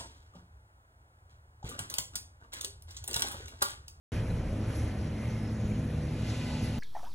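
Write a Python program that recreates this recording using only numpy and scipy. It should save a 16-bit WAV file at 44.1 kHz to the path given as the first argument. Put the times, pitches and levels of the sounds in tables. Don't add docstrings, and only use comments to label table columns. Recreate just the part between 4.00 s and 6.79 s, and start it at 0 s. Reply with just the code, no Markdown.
import sys
import numpy as np
from scipy import signal
from scipy.fft import rfft, irfft, next_fast_len
from scipy.io import wavfile

SR = 44100
rng = np.random.default_rng(int(sys.argv[2]) if len(sys.argv) > 2 else 0)


def unload_wav(signal):
    wavfile.write(
        sys.argv[1],
        SR,
        np.round(np.clip(np.atleast_2d(signal).T, -1, 1) * 32767).astype(np.int16),
    )


N = 123039
T = np.arange(N) / SR


def from_db(db):
    return 10 ** (np.asarray(db) / 20)


def rms_one(x):
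    return x / np.sqrt(np.mean(x ** 2) + 1e-20)


def in_time(rows, axis=1):
    rows = np.array(rows)
    return np.interp(T, rows[:, 0], rows[:, axis])


def at_hz(points, hz):
    points = np.array(points)
    return np.interp(np.log(hz), np.log(points[:, 0]), points[:, 1])


def drift(rate_hz):
    step = 40
    pole = np.exp(-2 * np.pi * step * rate_hz / SR)
    noise = rng.standard_normal(N // step + 2002)
    slow = signal.lfilter([1], [1, -2 * pole, pole * pole], noise)[2000:]
    slow = rms_one(slow - slow.mean())
    return np.interp(np.arange(N) / step, np.arange(len(slow)), slow)


def tone(hz):
    cycles = np.cumsum(hz) / SR + rng.random()
    return np.sqrt(2) * np.sin(2 * np.pi * cycles)


def ring(x, hz, t60_s):
    radius = np.exp(-np.log(1000) / (t60_s * SR))
    angle = 2 * np.pi * hz / SR
    return signal.lfilter([0, np.sin(angle)], [1, -2 * radius * np.cos(angle), radius ** 2], x + 1e-18)


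def narrow_noise(hz, width_hz):
    t60_s = np.log(1000) / (np.pi * width_hz)
    once = ring(rng.standard_normal(N), hz, t60_s)
    return rms_one(ring(once, hz, t60_s))


def banded_noise(spectrum, patchy_db):
    # hz, likeness (1 = identical)
    likeness = [(60, 1), (180, .9999), (350, .98), (700, 0.72), (1150, 0.62), (1800, 1), (3000, 0.52),
                (4500, 0.78), (6000, 0.91), (7600, 1), (9000, 1), (11000, 0.95)]
    edges_hz = 20 * 2 ** (np.arange(29) / 3)
    white = rng.standard_normal((2, 2, N))
    out = 0
    for k, (low, high) in enumerate(zip(edges_hz, edges_hz[1:])):
        if high < spectrum[0][0] or low > spectrum[-1][0]:
            continue
        centre_hz = np.sqrt(low * high)
        band = signal.butter(2, [low, high], "band", fs=SR, output="sos")
        mid, side = signal.sosfilt(band, white[k % 2])
        alike = 1 if centre_hz < 150 else np.clip(at_hz(likeness, centre_hz), -1, 1)
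        gain = from_db(at_hz(spectrum, centre_hz) + patchy_db * drift(13.2))
        out = out + gain * (np.sqrt(1 + alike) * mid + np.sqrt(1 - alike) * side * [[1], [-1]])
    return rms_one(out)


def engine():
    # start_s, firings_hz, relative_level_db
    running = [(.12, 52.5, -0.5), (.45, 52.6, -2.5), (.65, 52.8, 1.5), (.82, 51.3, -0.5), (.92, 50.8, -5),
               (1.2, 52.3, -3.5), (1.45, 52.9, 0), (1.72, 52.6, 1), (1.93, 52.4, -3.5), (2.2, 52.8, 0.5),
               (2.52, 52.6, -3.5), (2.79, 53, -1)]
    # multiple of the firing rate, relative_level_db
    orders = [(1, -51.5), (2, -37.5), (3, -52), (4, -48), (5, -56), (6, -50), (8, -56.5), (10, -59.5),
              (12, -59.5), (14, -64)]
    # hz, relative_db_per_hz
    rumble_spectrum = [(20, -40), (30, -1), (45, -5.5), (62, 5), (90, -1), (115, -1.5), (180, -2.5),
                       (230, -5), (300, -7), (380, -12.5), (540, -12), (720, -19.5), (1100, -26),
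                       (2000, -40)]
    # start_s, level_db
    rumble_level = [(.12, -37.5), (.35, -37.5), (.75, -37.5), (1.05, -38), (1.4, -39), (2.0, -39),
                    (2.79, -39)]
    speed_wander, chug_depth = .0022, .12
    engine_db, firing_spread_db, order_flutter_db = -1.5, 2.0, 1.1

    firing_hz = in_time(running) * (1 + speed_wander * drift(1.43))
    firings = np.cumsum(firing_hz) / SR + rng.random()
    firing_db = firing_spread_db * rng.standard_normal(200)
    uneven_db = np.interp(firings, np.arange(len(firing_db)), firing_db)
    strength = from_db(engine_db + in_time(running, axis=2) + uneven_db)

    pulses = 0
    for multiple, db in orders:
        order_gain = from_db(db + order_flutter_db * drift(3.8))
        pulses = pulses + order_gain * np.sqrt(2) * np.cos(2 * np.pi * multiple * firings)

    rumble = from_db(in_time(rumble_level)) * banded_noise(rumble_spectrum, patchy_db=0.5)
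    throb = 1 + chug_depth * np.cos(2 * np.pi * firings)
    return strength * pulses + rumble * throb


def hums():
    # [(start_s, level_db), ..]
    hum_table = [(40.6, 1, [(.12, -44.5), (.3, -42), (.5, -38), (.62, -54), (2.79, -64)]),
                 (74.3, 1.5, [(.12, -39), (.32, -38.5), (.5, -45.5), (.8, -39.5), (1.2, -44.5), (1.8, -45),
                 (2.79, -40.5)]), (117.2, 1.4, [(.12, -46), (.58, -50), (.75, -39), (1.12, -50),
                 (1.28, -35), (1.43, -42.5), (1.66, -36.5), (2.1, -49.5), (2.28, -37), (2.52, -48.5),
                 (2.79, -39.5)]), (151.8, 0.84, [(.12, -48.5), (.9, -52), (1.5, -47.5), (2.05, -36),
                 (2.33, -47.5), (2.6, -36.5), (2.79, -52)]), (207.7, 1, [(.12, -57), (1.5, -48.5),
                 (1.72, -38.5), (2.0, -47.5), (2.17, -46.5), (2.35, -53), (2.7, -42)]), (220, 1, [(.9, -61),
                 (1.3, -44), (1.55, -40.5), (1.9, -52)]), (247.2, 1.2, [(.12, -44.5), (.7, -54.5),
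                 (1.55, -53), (1.8, -43), (2.25, -46), (2.6, -41), (2.79, -44.5)]),
                 (493.7, 1.5, [(1.2, -69), (1.6, -56), (1.95, -50.5), (2.35, -59), (2.79, -56.5)]),
                 (863, 5, [(.12, -71), (2.15, -71), (2.4, -64.5), (2.79, -62)])]
    wander_hz = .7
    out = 0
    for hz, flutter_db, level in hum_table:
        gain = from_db(in_time(level) + flutter_db * drift(6.3))
        out = out + gain * tone(hz + wander_hz * drift(3.3))
    return out


def glides():
    # start_s, end_s, start_hz, end_hz, level_db at mid-glide
    strands = [(0.114, 0.547, 148.4, 168, -45), (0.152, .55, 448.7, 520.5, -51.5),
               (0.251, 0.719, 509, 582.4, -54.5), (0.591, 0.997, 560, 522.5, -59),
               (0.619, .92, 309.2, 317.8, -48), (.7, 1.1, 739, 761, -57.5),
               (0.821, 1.298, 196, 220.3, -43.5), (0.847, 1.304, 140.3, 152.3, -44.5),
               (2.268, 2.617, 1020, 1009, -60), (2.329, 2.6, 990, 958, -59),
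               (2.16, 2.37, 2138, 2020, -60.5)]
    flutter_db = 2
    out = 0
    for start, end, start_hz, end_hz, db in strands:
        way = np.clip((T - start) / (end - start), 0, 1)
        gain = from_db(db + flutter_db * drift(9.2)) * np.sin(np.pi * way)
        out = out + gain * tone(start_hz + (end_hz - start_hz) * way)
    return out


def whine():
    # start_s, level_db before the partials' own levels
    whine_level = [(2.1, -72), (2.26, -63.5), (2.55, -59), (2.68, -63), (2.79, -70)]
    # multiple of the base pitch, relative_level_db
    partials = [(6, -3), (7, -17), (8, -1.5), (10, -1), (11, -4)]
    base_hz, wander_fraction, rattle_db = 247.2, .0025, 3
    hz = base_hz * (1 + wander_fraction * drift(7.6))
    out = 0
    for multiple, db in partials:
        out = out + from_db(db + rattle_db * drift(35)) * tone(multiple * hz)
    return from_db(in_time(whine_level)) * out


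def bumps():
    # start_s, level_db before the mode levels
    bump_table = [(.178, -28.5), (0.299, -30.5), (0.322, -27), (0.559, -30), (.627, -32), (.672, -32.5),
                  (0.809, -30), (.838, -31.5), (1.648, -29), (2.055, -32), (2.235, -31), (2.628, -29)]
    # pitch_hz, relative_level_db, t60_s
    modes = [(74, -11, 0.054), (109.5, 3, 0.13), (164, -4, 0.073)]
    clicks = np.zeros(N)
    for s, db in bump_table:
        clicks[int(s * SR)] = from_db(db)
    return sum(from_db(db) * ring(clicks, hz, t60_s) for hz, db, t60_s in modes)


def swishes():
    # peak_s, level_db, rise_s, decay_s
    swish_table = [(.78, -50.5, 0.052, 0.084), (2.285, -49, 0.017, 0.072), (2.636, -47, 0.022, 0.066)]
    # hz, relative_db_per_hz
    swish_spectrum = [(2500, -28), (4500, -10), (5700, 1.5), (7500, -9), (9000, -3.5), (10400, 5),
                      (12000, 1.5)]
    level = 0
    for s, db, rise_s, decay_s in swish_table:
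        level = level + from_db(db) * np.exp(-np.maximum((s - T) / rise_s, (T - s) / decay_s))
    return level * banded_noise(swish_spectrum, patchy_db=3.0)


def ticks():
    # start_s, level_db
    tick_table = [(0.302, -55), (.853, -61)]
    decay_s = 0.012
    level = 0
    for s, db in tick_table:
        level = level + from_db(db) * (T >= s) * np.exp(-np.abs(T - s) / decay_s)
    return level * narrow_noise(4000, width_hz=450)


def hiss():
    # hz, relative_db_per_hz
    air_spectrum = [(500, 6.5), (1000, 0), (1500, 2.5), (2100, 2.5), (2800, -1), (3500, -5.5), (4600, -7.5),
                    (5600, -6), (6800, -11.5), (8200, -20.5), (9400, -3), (10400, -8), (11300, -6.5),
                    (12000, -17.5)]
    # start_s, level_db
    air_level = [(.12, -46), (.28, -51), (.62, -51.5), (.7, -47.5), (.95, -50.5), (1.14, -52), (1.25, -49),
                 (1.5, -52), (2.0, -51.5), (2.79, -52)]
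    # middle_s, half_length_s (to 1/e), pitch_hz, resonance_width_hz, level_db
    singing_table = [(1.256, 0.18, 2100, 263, -57.5), (1.454, .1, 5290, 200, -64.5),
                     (1.69, 0.17, 6720, 402, -65)]
    # hz, relative_db_per_hz
    swell_spectrum = [(600, 6), (1000, -1.5), (1500, -3.5), (2700, 2), (3600, 0.5), (4700, 1), (5800, -5.5),
                      (7500, -5), (9000, -9), (12000, -12)]
    # start_s, level_db
    swell_level = [(2.0, -67), (2.18, -53.5), (2.32, -47.5), (2.54, -47), (2.68, -49), (2.79, -52)]
    # pitch_hz, resonance_width_hz, level_db against the swell
    whistle_table = [(2025, 75, -11), (2830, 340, -12.5)]

    whistles = sum(from_db(db) * narrow_noise(hz, width_hz) for hz, width_hz, db in whistle_table)
    singing = 0
    for s, half_s, hz, width_hz, db in singing_table:
        envelope = from_db(db) * np.exp(-((T - s) / half_s) ** 2)
        singing = singing + envelope * narrow_noise(hz, width_hz)
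    air = from_db(in_time(air_level)) * banded_noise(air_spectrum, patchy_db=1.5)
    swell = from_db(in_time(swell_level)) * (banded_noise(swell_spectrum, patchy_db=1.0) + whistles)
    return air + singing + swell


def scene():
    return engine() + hums() + glides() + whine() + bumps() + swishes() + ticks() + hiss()


def record(dry):
    # hz, radians by which left leads right
    port_phase = [(0, 0), (1700, 0), (2700, .7), (3900, .5), (4500, 1.6), (4900, 3.2), (5300, 5.2),
                  (5800, 6.28), (6250, 6.28), (7500, 8.0), (8700, 9.35), (9450, 9.45), (11000, 11.1),
                  (11900, 12.56)]
    start_s, end_fade_s = .1195, .004
    low_cut_hz, cutoff_hz = 20.6, 12600

    faded = dry * np.clip((T[-1] - T) / end_fade_s, 0, 1)
    size = next_fast_len(N + SR // 10)
    bins_hz = np.arange(size // 2 + 1) * SR / size
    lead = np.interp(bins_hz, *np.transpose(port_phase))
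    turn = np.exp(.5j * lead * [[1], [-1]])
    ports = irfft(rfft(faded, size) * turn, size)[:, :N]
    low_cut = signal.butter(6, low_cut_hz, "high", fs=SR, output="sos")
    ports = signal.sosfilt(low_cut, ports) * (T >= start_s)
    top_cut = signal.cheby2(14, 70, cutoff_hz, fs=SR, output="sos")
    return signal.sosfilt(top_cut, ports)


dry = scene()
out = record(dry)
unload_wav(out)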